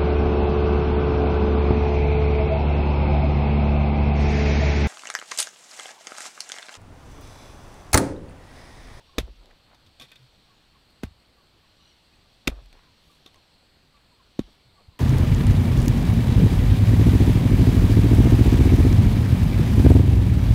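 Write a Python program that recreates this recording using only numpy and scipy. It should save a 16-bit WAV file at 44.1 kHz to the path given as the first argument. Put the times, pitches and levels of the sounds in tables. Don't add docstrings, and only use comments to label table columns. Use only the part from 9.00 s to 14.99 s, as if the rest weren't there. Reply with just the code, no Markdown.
import sys
import numpy as np
from scipy import signal
from scipy.fft import rfft, irfft
from scipy.io import wavfile
from scipy.ndimage import uniform_filter1d

SR = 44100
rng = np.random.default_rng(int(sys.argv[2]) if len(sys.argv) > 2 else 0)


def dump(signal):
    limited = np.clip(np.atleast_2d(signal).T, -1, 1)
    pcm = np.round(limited * 32767).astype(np.int16)
    wavfile.write(sys.argv[1], SR, pcm)


def decibels_to_gain(level_db):
    exponent = np.asarray(level_db, float) / 20
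    return 10 ** exponent


N = 264159


def evened(x):
    return x / np.sqrt(np.mean(x ** 2) + 1e-20)


def read(points, hz):
    f, value = np.transpose(points)
    return np.interp(np.log(hz + 1), np.log(f + 1), value)


def add(mix, s, sound):
    at = round(s * SR)
    sound = sound[max(-at, 0):]
    part = mix[max(at, 0):][:len(sound)]
    part += sound[:len(part)]


def resonate(x, hz, width):
    r = np.exp(-np.pi * width / SR)
    pole = r * np.exp(2j * np.pi * hz / SR)
    return 2 * signal.lfilter([1 - r], [1, -pole], x).real


def coloured(x, db_at):
    gain = decibels_to_gain(db_at(np.fft.rfftfreq(len(x), 1 / SR)))
    return evened(irfft(rfft(x) * gain, len(x)))


def swing(db, hz, before, after, fall):
    t = np.arange(-2.5 * before, 2.5 * after, 1 / SR)
    bell = np.exp(-(t / np.where(t < 0, before, after)) ** 2)
    wave = -np.cos(2 * np.pi * (hz * t - fall * t ** 2 / 2)) * bell
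    balanced = wave - bell * wave.sum() / bell.sum()
    return t[0], decibels_to_gain(db) * balanced


def add_swing(mix, s, db, hz, before, after):
    lead, wave = swing(db, hz, before / hz, after / hz, 0)
    add(mix, s + lead, wave)


# f/Hz, level/dB [per Hz]
VALLEY = [(12, -39), (20, -1), (42, 0), (130, -6), (268, -10.5), (431, -13.5), (819, -15), (1950, -19.5),
          (3200, -17), (4700, -17), (5150, -26.5), (6500, -32.5), (9500, -36.5), (15800, -37)]


def wash():
    frames, hz = N // 256 + 5, np.fft.rfftfreq(1024, 1 / SR)
    a, b, patches = rng.standard_normal((frames, 513, 3)).T
    patches = uniform_filter1d(patches, size=10, axis=0)
    patches = evened(uniform_filter1d(patches, size=16, axis=1))
    z = (a + 1j * b) * decibels_to_gain(read(VALLEY, hz)[:, None] + 0.96 * patches)
    noise = signal.istft(z, nperseg=1024, noverlap=768)[1][:N]
    return decibels_to_gain(-60.5) * evened(noise)


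def fuzzy_bands(bands):
    hiss = rng.standard_normal(N)
    out = np.zeros(N)
    for hz, width, db in bands:
        out += decibels_to_gain(db) * evened(resonate(resonate(hiss, hz, width), hz, width))
    return out


# f/Hz, width/Hz, level/dB
CHORUS = [
    (4264, 390, -72.5),
    (8010, 1300, -81.5),
]


def crickets():
    drift = uniform_filter1d(rng.standard_normal(N), size=2500)
    return decibels_to_gain(2.0 * evened(drift)) * fuzzy_bands(CHORUS)


# f/Hz, width/Hz, level/dB
BUZZ = [
    (5534, 130, -12.5),
    (5800, 130, -21),
    (3300, 2000, -0.5),
]
# t/s [middle], level/dB, half-length/s
BUZZ_SWELLS = [
    (0.154, -1, .35),
    (1.3, -3.5, 0.58),
    (2.852, -3, 0.31),
    (3.492, -3, 0.3),
    (4.007, -5.5, 0.34),
    (4.347, -6, 0.3),
    (5.435, -0.5, 0.18),
]


def cicada():
    t = np.arange(N) / SR
    swell = sum(decibels_to_gain(db) * np.exp(-((t - s) / half) ** 2) for s, db, half in BUZZ_SWELLS)
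    return decibels_to_gain(-65.0) * (swell + 0.046) * fuzzy_bands(BUZZ)


# t/s [middle], peak level/dB, f/Hz, half-length/s
COO_NOTES = [(.010, -58.5, 935, .011), (0.101, -61, 1095, 0.016), (.139, -57.5, 1080, .009),
             (1.509, -63.5, 1122, 0.027), (1.763, -61, 1090, .013), (2.395, -64.5, 1146, 0.024),
             (2.64, -62, 1110, 0.011), (2.81, -71, 1154, 0.031), (3.255, -70, 1190, .025),
             (3.872, -66, 1026, 0.029), (4.11, -61, 1163, 0.016), (4.371, -61, 1054, .022),
             (4.96, -62, 1155, 0.023), (5.122, -65.5, 992, 0.032), (5.207, -56.5, 1050, 0.011),
             (5.79, -61, 1133, 0.026), (5.965, -68, 986, 0.038)]


def bird():
    out = np.zeros(N)
    drift = uniform_filter1d(rng.standard_normal((len(COO_NOTES), 12000)), size=250)
    flutter = decibels_to_gain(3.0 * evened(drift))
    for (s, db, hz, half), broken in zip(COO_NOTES, flutter):
        fall = 0.27 * (1286 - hz) / half
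        lead, wave = swing(db, hz, half, half, fall)
        add(out, s + lead, wave * broken[:len(wave)])
    return out


# f/Hz, level/dB
BLADE_MODES = [(760, 5), (960, -32), (1130, 2), (1300, -11), (1560, 1), (1830, -0.5), (2030, 2.5),
               (2340, -0.5), (2510, 5.5), (2680, -3.5), (3100, -1), (3390, 3.5), (3620, 8), (4150, -7),
               (4850, -2), (5530, -1.5), (6180, -2), (7060, -18), (8200, -42), (9250, -20.5)]
# f/Hz, level/dB [per Hz]
GRIT_COLOUR = [(300, 24), (800, 15), (1500, 4.5), (3000, 9.5), (5000, -4.5), (8000, -10), (12000, -14),
               (16000, -42)]


def grit_on_steel(contacts):
    out, grains = np.zeros(N), rng.standard_normal((len(contacts), 2, 4096))
    t = np.arange(4096) / SR
    for (s, db, length, tone_hz, t60, bare_db), (noise, size) in zip(contacts, grains):
        loose = 0.075 * np.exp(-t / (4.7 * length))
        press = (1 - np.exp(-t / 0.00029)) * (np.exp(-(t / length) ** 2) + loose)
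        grit = noise * decibels_to_gain(5.56 * size)
        tilt = 0.5 * np.log2(tone_hz / 3000)
        bare = press * coloured(grit, lambda f: read(GRIT_COLOUR, f) + tilt * np.log2((f + 1) / 3000))
        ring = np.zeros(len(t))
        for k, (hz, mode_db) in enumerate(BLADE_MODES):
            near_db = -24 * np.log2(hz / tone_hz) ** 2
            shifted_hz = hz * (1 + 0.0096 * size[k])
            ring += decibels_to_gain(mode_db + near_db) * resonate(grit * press, shifted_hz, 2.27 / t60)
        sound = ring / abs(ring).max() + decibels_to_gain(bare_db) * bare / abs(bare).max()
        add(out, s, decibels_to_gain(db) * sound)
    return out


# t/s, crack level/dB, crack f/Hz, dull knock level/dB, bright spark level/dB
STONES = [
    (.1826, -13, 3550, -21, -22.5),
    (2.0336, -41.5, 4170, -27, -40.5),
    (3.4727, -11.5, 2700, -52, -38),
    (3.4769, -14.5, 2480, -26, -22.5),
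    (5.3924, -32, 3300, -48, -37),
    (.1842, -18, 3400, -25, -26),
]


def strikes():
    rows = []
    for s, crack_db, hz, knock_db, spark_db in STONES:
        knock_s = s + 0.00047
        rows += [(s, spark_db, 0.0013, 6860, 0.0035, 11),
                 (s + 0.0007, crack_db, 0.0032, hz, 0.018, -16.5),
                 (knock_s, knock_db, 0.0048, 880, 0.009, -30),
                 (knock_s, knock_db - 7, 0.0048, 2010, 0.009, -30)]
    return grit_on_steel(rows)


# t/s, thud level/dB, thud f/Hz, overtone level/dB [re thud], overtone lag/s
BLOWS = [
    (0.1843, -16, 253, -1.5, 0.0041),
    (2.038, -23, 207.5, -2.5, -0.0035),
    (3.4776, -11, 271, -15, 0.0088),
    (5.394, -11, 255, -11, -0.002),
]


def thuds():
    out = np.zeros(N)
    for s, db, hz, over_db, over_lag in BLOWS:
        add_swing(out, s, db, hz, 0.52, 0.85)
        add_swing(out, s + over_lag, db + over_db, hz * 1.926, 0.36, 1.15)
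        add_swing(out, s + 0.0075, db - 19, hz * 0.498, 0.63, 0.63)
        add_swing(out, s + 0.01846, db - 23.5, hz * 0.86, 1.64, 1.64)
    return out


# ground wave level/dB, f ratio, extra fade/(dB per s), travel time ratio,
# soil spray level/dB
STIRRED = [
    (-28.5, .97, -11, 1.15, -29.5),
    (-32, 1.36, -79, 0.756, -45.5),
    (-29, .98, 1, .98, -32),
    (-39.5, 0.82, -100, 1.05, -43),
]
# lag/s, level/dB, f/Hz, cycles before, cycles after
GROUND_PATHS = [
    (.008, 6, 50.7, 0.29, 0.72),
    (.045, -.5, 54, 0.27, 1.3),
    (0.107, -7.5, 49.7, 1.1, 1),
    (.2, -14.5, 43, 2.1, .9),
    (.286, -21.5, 29.6, 1.7, 1.5),
]


def ground_waves():
    out = np.zeros(N)
    for blow, (ground_db, ratio, fade_db, slow, _) in zip(BLOWS, STIRRED):
        for lag, db, hz, before, after in GROUND_PATHS:
            level = ground_db + db + fade_db * lag
            add_swing(out, blow[0] + lag * slow, level, hz * ratio, before, after)
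    return out


def spray():
    return grit_on_steel([(blow[0] + 0.006, after[-1], 0.016, 2700, 0.0027, -0.5)
                          for blow, after in zip(BLOWS, STIRRED)])


# t/s, peak level/dB, f/Hz [best-excited]
CLICKS = [
    (.2, -41, 2000),
    (.4577, -47, 3600),
    (3.501, -40, 2000),
    (3.6591, -48.5, 2300),
    (3.728, -44, 2900),
    (4.344, -41, 2900),
]


def pebbles():
    return grit_on_steel([(s, db, 0.002, hz, 0.005, -6) for s, db, hz in CLICKS])


# t/s [middle], rms level/dB, half-length/s, f/Hz [middle]
CRUMBLES = [(.206, -53.5, 0.056, 392), (.282, -54.5, 0.025, 343), (.43, -62.5, 0.027, 350),
            (.485, -60, 0.055, 383), (.715, -60.5, 0.048, 750), (1.03, -60, 0.023, 600),
            (1.23, -81, .05, 9000), (1.909, -74, .02, 9000), (3.51, -52, 0.046, 500),
            (3.579, -58, 0.035, 412), (3.758, -60.5, 0.025, 420), (4.113, -73, 0.1, 7850),
            (5.491, -60, .035, 270), (5.53, -77, .036, 7960), (5.804, -64.5, 0.024, 490),
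            (2.037, -50, 0.0089, 650), (.51, -57.5, 0.009, 1300), (3.801, -65, 0.092, 1200)]


def clods():
    out, grains = np.zeros(N), rng.standard_normal((len(CRUMBLES), 2, 12000))
    t = (np.arange(12000) - 6000) / SR
    for (s, db, half, hz), (noise, lumps) in zip(CRUMBLES, grains):
        lumpy = noise * decibels_to_gain(4.1 * evened(uniform_filter1d(lumps, size=130)))
        sound = coloured(lumpy, lambda f: -6 * (np.log2((f + 1) / hz) / 1.28) ** 2)
        add(out, s + t[0], decibels_to_gain(db) * sound * np.exp(-(t / half) ** 2))
    return out


# t/s, peak level/dB, f/Hz, cycles each side
LANDINGS = [(.879, -58, 95, 1.8), (1.017, -52.5, 247, 1.8), (1.03, -56.5, 500, 5), (1.04, -53.5, 135, 2.1),
            (1.232, -51, 127.3, 4.6), (1.382, -59.5, 183.7, 3.2), (3.626, -50.5, 120, 1.3),
            (4.262, -42.5, 213.6, 0.43), (5.665, -56, 125, 2.3), (5.889, -36, 70.5, 0.36),
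            (0.2122, -23, 70.5, 0.27)]


def bumps():
    out = np.zeros(N)
    for s, db, hz, cycles in LANDINGS:
        add_swing(out, s, db, hz, cycles, cycles)
    return out


# t/s, peak level/dB, length/s, f/Hz [best-excited]
DRAG_TICKS = [(1.0, -45, .04, 4300), (1.131, -48, 0.0032, 3300), (0.358, -62, .0017, 9100),
              (0.745, -50, 0.0071, 4050), (2.029, -48, .003, 3980), (0.863, -50.5, 0.011, 3630),
              (2.037, -42, 0.0074, 1130), (.9976, -37.5, 0.0066, 3600), (1.007, -47, .008, 1130),
              (.998, -41, 0.0078, 5500), (1.011, -36.5, .005, 3600), (1.019, -37, .012, 3500),
              (1.036, -40.5, 0.021, 2800), (1.0826, -52, 0.057, 3300), (1.117, -37.5, 0.0041, 3360),
              (1.119, -46, 0.0069, 1600), (1.156, -43, 0.008, 3420), (3.49, -57, 0.0078, 4800),
              (4.225, -60, .0023, 6000), (4.26, -40, 0.0047, 3660), (4.262, -51, .004, 1090),
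              (4.2625, -38.5, 0.0018, 4800), (4.273, -48, 0.013, 3600), (4.358, -52, .002, 9000),
              (4.965, -52, 0.015, 2530), (5.395, -43.5, .006, 1110)]


def ticks():
    rows = []
    for s, db, length, hz in DRAG_TICKS:
        t60 = 0.033 * 3500 / hz
        bare_db = -11.5 + 9 * np.log2(hz / 3500)
        rows.append((s, db, length, hz, t60, bare_db))
    return grit_on_steel(rows)


# t/s, level/dB, f/Hz, half-length/s
CHIRR_NOTES = [
    (1.558, -74.5, 6900, 0.035),
    (2.866, -61.5, 4100, .05),
    (2.871, -68.5, 5800, 0.054),
    (2.876, -66, 2910, 0.084),
    (3.140, -58.5, 2540, 0.0082),
    (4.593, -73, 4140, .012),
]


def chirrs():
    out = np.zeros(N)
    for (s, db, hz, half), noise in zip(CHIRR_NOTES, rng.standard_normal((len(CHIRR_NOTES), 20000))):
        lead, wave = swing(db, hz, half, half, 0)
        rough = evened(uniform_filter1d(noise, size=300))
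        add(out, s + lead, wave * rough[:len(wave)])
    return out


def scene():
    background = wash() + crickets() + cicada() + bird() + chirrs()
    blade = strikes() + spray() + pebbles() + ticks()
    soil = thuds() + ground_waves() + clods() + bumps()
    return (background + blade + soil)[None]


def roll_off(x):
    return signal.sosfilt(signal.butter(12, 16760, fs=SR, output="sos"), x)


def record(dry):
    edge = signal.firwin(63, 15600, window=("kaiser", 7), fs=SR)
    mix = signal.oaconvolve(dry, edge[None], "same")
    return roll_off(mix)


dry = scene()
out = record(dry)
dump(out)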